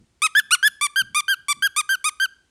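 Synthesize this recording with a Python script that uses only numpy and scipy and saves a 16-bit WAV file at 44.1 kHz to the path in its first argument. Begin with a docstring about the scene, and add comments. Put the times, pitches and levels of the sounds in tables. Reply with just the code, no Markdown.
"""In a quiet room, a plush dog toy is handled close by; its fabric rubs and bumps softly.
A squeeze pushes air out through a low, bright reed; the bulb then refills through a higher, purer one.
In each squeak, pitch and loudness arch with the air flow, then drop as the reed stalls with a rasp.
The pair sounds seven times in about two seconds; before some refills the bulb ticks as it springs back."""
import sys
import numpy as np
from scipy import signal
from scipy.fft import rfft, irfft, next_fast_len
from scipy.io import wavfile
from scipy.ndimage import map_coordinates

SR = 44100
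rng = np.random.default_rng(int(sys.argv[2]) if len(sys.argv) > 2 else 0)


def materialize(psi):
    """Save the field psi as 16-bit PCM at rate SR to the path in sys.argv[1].

    A 1-D psi becomes a single channel; in a 2-D psi each row is a channel.
    """
    bounded = np.clip(np.atleast_2d(psi).T, -1, 1)
    quanta = np.round(bounded * 32767).astype(np.int16)
    wavfile.write(sys.argv[1], SR, quanta)


N = 110250


def amp(db):
    return 10 ** (np.asarray(db) / 20)


def along(points, hz):
    """Interpolate (freq_hz, value) points on a log frequency axis."""
    freqs, values = np.transpose(points)
    return np.interp(np.log(hz + 1), np.log(freqs + 1), values)


def wobble(t, rate):
    """Smooth random curve, rate knots per second."""
    return map_coordinates(rng.standard_normal(256), [t * rate], mode="wrap")


def filtered(x, response):
    """Zero-phase filter with gain response(hz)."""
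    n = x.shape[-1]
    padded = next_fast_len(n + SR // 10)
    gain = response(np.fft.rfftfreq(padded, 1 / SR))
    return irfft(rfft(x, padded) * gain, padded)[..., :n]


def noise(spectrum, size):
    """Coloured noise, rms 1."""
    x = filtered(rng.standard_normal(size), lambda hz: amp(along(spectrum, hz)))
    return x / np.sqrt(np.mean(x ** 2) + 1e-20)


def add(out, start_s, x):
    i = round(start_s * SR)
    out[i:i + len(x)] += x[:len(out) - i]


# Background spectrum: freq_hz, gain_db
FLOOR_SPECTRUM = [(20, -17.5), (65, 1.5), (120, -7), (230, -9.5), (360, -10), (550, -18), (1500, -19.5),
                  (4000, -22), (9000, -24), (12000, -38.5), (16000, -49)]

def noise_floor(level_db=-67.5):
    """Steady low rumble and faint hiss."""
    return amp(level_db) * noise(FLOOR_SPECTRUM, N)


# Reverb decay: freq_hz, t60_s
ROOM_DECAY = [(200, .4), (1500, 0.43), (4000, 0.47), (9000, 0.43), (15000, 0.076)]
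# Reverb spectrum at onset: freq_hz, gain_db
ROOM_SPECTRUM = [(200, 18), (1500, -1.5), (4000, -2.5), (9000, -2), (15000, -3.5)]

def room_reverb(x, level_db=-24.5, build_s=0.017):
    """Faint diffuse tail; the top treble dies first."""
    hz, t, bins = signal.stft(rng.standard_normal(SR * 3 // 4), SR, nperseg=256)
    gain_db = along(ROOM_SPECTRUM, hz)[:, None] - 60 * t / along(ROOM_DECAY, hz)[:, None]
    _, tail = signal.istft(bins * amp(gain_db), SR, nperseg=256)
    tail *= 1 - np.exp(-np.arange(len(tail)) / SR / build_s)
    return amp(level_db) * signal.fftconvolve(x, tail / np.linalg.norm(tail))[:N]


# Fabric contacts: centre_s, half_length_s, level_db
FABRIC_RUBS = [(.01, 0.028, -52.5), (0.384, 0.0083, -51), (0.672, 0.024, -56), (1.03, 0.018, -49.5),
               (1.1, 0.065, -57.5), (1.399, 0.021, -64), (1.581, 0.034, -54.5), (1.673, 0.042, -63.5),
               (1.919, 0.023, -68.5)]
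# Fabric spectrum: freq_hz, gain_db
FABRIC_SPECTRUM = [(30, -9), (70, -5), (130, 7.5), (210, 3), (350, -10), (700, -26.5), (2000, -40.5),
                   (8000, -56.5)]

def fabric_rubs():
    """The handled plush rubs and bumps: dull swells of noise."""
    t = np.arange(N) / SR
    envelope = sum(amp(level_db) * np.exp(-((t - centre_s) / half_length_s) ** 2)
                   for centre_s, half_length_s, level_db in FABRIC_RUBS)
    return envelope * noise(FABRIC_SPECTRUM, N)


# Bulb ticks: start_s, level_db
BULB_TICKS = [(.335, -55), (0.936, -58), (1.594, -58), (2.173, -56.5)]
# Air rush through the reed, also the tick spectrum: freq_hz, gain_db
AIR_SPECTRUM = [(100, -22.5), (600, -33), (1100, -6.5), (2600, 2.5), (5500, -6), (9000, 2), (12000, -6.5),
                (16000, -20)]

def bulb_ticks(decay_s=0.0012):
    """The plastic bulb springs back: short, bright noise bursts."""
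    out = np.zeros(N)
    t = np.arange(SR // 20) / SR
    for start_s, level_db in BULB_TICKS:
        add(out, start_s, amp(level_db) * np.exp(-t / decay_s) * noise(AIR_SPECTRUM, len(t)))
    return out


# Rattle spectrum: freq_hz, gain_db
RASP_SPECTRUM = [(60, -12.5), (250, -7), (600, -13.5), (1100, -6.5), (2600, 4), (5500, -5), (9000, -1),
                 (12000, -1.5), (16000, -19)]

def closing_rasp(t, close_s, lead_s=0.0018, half_length_s=0.0064):
    """The reed rattles as it closes, peaking just before the stall."""
    envelope = np.exp(-((t - close_s + lead_s) / half_length_s) ** 2)
    return envelope * noise(RASP_SPECTRUM, len(t))


ATTACK_S, TUBE_CUTOFF_HZ = 0.00056, 920
JITTER, STALL_JITTER, PRESSURE_WAVER = 0.003, 0.03, 0.0045  # fractions of pitch
FLUTTER_RATE_HZ, FLUTTER_BAND_HZ, FLUTTER_WIDTH_HZ = 310, 8900, 900
FLUTTER_BAND_RAD, FLUTTER_TREBLE_RAD = 1.7, 0.68
EDGE_HZ, EDGE_WIDTH_HZ = 12000, 2800  # band shifted by edge_db as the flow sags

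def reed_squeak(stroke, spectrum, start_hz, swell_db_per_hz, treble_db_per_hz, stall_drop,
                uneven_db, edge_db, hiss_db):
    """One stroke of the bulb: the reed speaks at once, rises with the flow, sags and stalls."""
    (length_s, crest_s, stall_s, top_hz, close_hz,
     level_db, push_db, body_db, treble_db, flutter, rasp_db) = stroke
    t = np.arange(SR // 10) / SR
    rise = np.sin(np.pi / 2 * np.clip(t / crest_s, 0, 1))
    sag = np.clip((t - crest_s) / max(length_s - crest_s, 1e-3), 0, 1) ** 1.6
    late_s = np.logaddexp(0, (t - length_s) / 0.00094) * 0.00096  # soft ramp from the stroke's end
    stall = np.tanh(late_s / 0.005)
    gate = (1 - np.exp(-t / ATTACK_S)) * np.exp(-late_s / stall_s)

    blown_hz = start_hz + (top_hz - start_hz) * rise + (close_hz - top_hz) * sag
    jitter = (JITTER + STALL_JITTER * stall) * wobble(t, rate=900)
    waver = PRESSURE_WAVER * wobble(t, rate=130)
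    pitch_hz = blown_hz * (1 - stall_drop * stall) * (1 + jitter + waver)
    phase = 2 * np.pi * np.cumsum(pitch_hz) / SR
    # A second reed mode splits the high overtones near full flow.
    flutter_phase = 2 * np.pi * FLUTTER_RATE_HZ * t + wobble(t, rate=120)
    flutter_amount = flutter * (rise * (1 - sag)) ** 4

    reed = np.zeros(len(t))
    for k in range(1, 15):
        hz = k * pitch_hz
        high = np.clip(hz / 8000, 0, 1)
        gain_db = along(spectrum, hz) + body_db * (k in (2, 3))
        gain_db += (blown_hz - top_hz) * (swell_db_per_hz * (1 - high) + treble_db_per_hz * high)
        gain_db += high * (treble_db + uneven_db * wobble(t, rate=45))
        gain_db += edge_db * sag * np.exp(-((hz - EDGE_HZ) / EDGE_WIDTH_HZ) ** 2)
        flutter_band = np.exp(-((hz - FLUTTER_BAND_HZ) / FLUTTER_WIDTH_HZ) ** 2)
        depth_rad = FLUTTER_BAND_RAD * flutter_band + FLUTTER_TREBLE_RAD * high ** 4
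        split_rad = flutter_amount * depth_rad * np.sin(flutter_phase + rng.uniform(0, 2 * np.pi))
        harmonic = np.sqrt(2) * np.sin(k * phase + split_rad + rng.uniform(0, np.pi))
        reed += amp(gain_db) * (hz < SR / 2) * harmonic

    hiss = amp(hiss_db) * noise(AIR_SPECTRUM, len(t))
    tube = signal.butter(4, TUBE_CUTOFF_HZ, "highpass", fs=SR, output="sos")  # too small to radiate bass
    voice = signal.sosfilt(tube, gate * (reed + hiss))
    rasp = amp(rasp_db) * closing_rasp(t, length_s)
    return amp(level_db + push_db * (1 - rise)) * (voice + rasp)


# Air pushed out: start_s, length_s, crest_s, stall_s, top_hz, close_hz,
# level_db, push_db, body_db, treble_db, flutter (0-1), rasp_db
SQUEEZE_STROKES = [(0.219, .047, .029, 0.0042, 1284, 1261, -17.5, 3.5, 2.5, -3, 0.8, -20),
                   (0.5072, 0.041, 0.03, 0.0045, 1467, 1432, -12.5, 0, 1.5, -1, 0.1, -21),
                   (0.8109, 0.056, 0.024, 0.0023, 1189, 1125, -20.5, 1.5, 0.5, -0.5, 0.54, -23.5),
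                   (1.146, 0.06, 0.029, 0.0015, 1220, 1155, -19, 0, 0.5, -1.5, 0.5, -25),
                   (1.4833, 0.044, 0.017, 0.0019, 1174, 1153, -20, -1.5, -0.5, 0.5, .05, -27),
                   (1.7626, .049, 0.031, 0.0019, 1246, 1130, -19.5, 0, -1.5, 1.5, 0.2, -24.5),
                   (2.0418, 0.051, 0.031, 0.0023, 1248, 1150, -20.5, 0.5, -1, 2.5, 0.2, -26.5)]
# Air drawn in: same columns
REFILL_STROKES = [(0.3506, .047, 0.037, 0.0039, 1764, 1680, -11.5, 1, 0.27, -1.5, .05, -19),
                  (0.6278, 0.05, .041, 0.0032, 1729, 1712, -12.5, -0.3, -0.26, 1.5, .05, -19.5),
                  (0.959, 0.059, .030, .002, 1607, 1480, -17.5, 0.41, 2, 1, 0, -38),
                  (1.2809, 0.062, .025, 0.0018, 1609, 1443, -18.5, -0.77, 2.2, 1.5, 0, -33),
                  (1.623, 0.05, 0.031, 0.0023, 1636, 1490, -17, 0.99, 0.039, 3, 0.019, -31),
                  (1.8910, 0.062, 0.027, 0.0022, 1593, 1469, -17.5, -0.8, -2, 0, 0.0059, -35),
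                  (2.1992, 0.059, 0.037, .002, 1602, 1437, -18, -0.46, 1.35, -0.5, 0.0074, -35)]
# Harmonic envelope of each reed: freq_hz, gain_db
SQUEEZE_SPECTRUM = [(800, -17.5), (1200, -3), (2450, -3.5), (3600, -8), (4900, -14.5), (6100, -12.5),
                    (7200, -15.5), (8400, -10), (9600, -8), (10800, -22), (13000, -25.5), (14500, -33),
                    (16000, -44)]
REFILL_SPECTRUM = [(1000, -9.5), (1600, 0), (3200, -8), (4800, -15.5), (6400, -19.5), (8000, -27.5),
                   (9700, -17.5), (11200, -22), (12900, -24.5), (14500, -29.5), (16000, -40.5)]

def squeaker():
    """Two reeds take turns: one blown by the squeeze, one by the refill."""
    out = np.zeros(N)
    for start_s, *stroke in SQUEEZE_STROKES:
        add(out, start_s, reed_squeak(
            stroke, SQUEEZE_SPECTRUM, start_hz=1114.6, swell_db_per_hz=0.0345, treble_db_per_hz=0.0341,
            stall_drop=0.26, uneven_db=3.5, edge_db=-4.5, hiss_db=-24.5))
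    for start_s, *stroke in REFILL_STROKES:
        add(out, start_s, reed_squeak(
            stroke, REFILL_SPECTRUM, start_hz=1524, swell_db_per_hz=0, treble_db_per_hz=0.0853,
            stall_drop=0.19, uneven_db=3, edge_db=10.5, hiss_db=-33))
    return out


def scene():
    toy = squeaker() + fabric_rubs() + bulb_ticks()
    mono = toy + room_reverb(toy) + noise_floor()
    return np.array([mono, mono])


TOP_HZ = 16150

def record(dry):
    """Brick-wall low-pass."""
    return filtered(dry, lambda hz: hz < TOP_HZ)


dry = scene()
out = record(dry)
materialize(out)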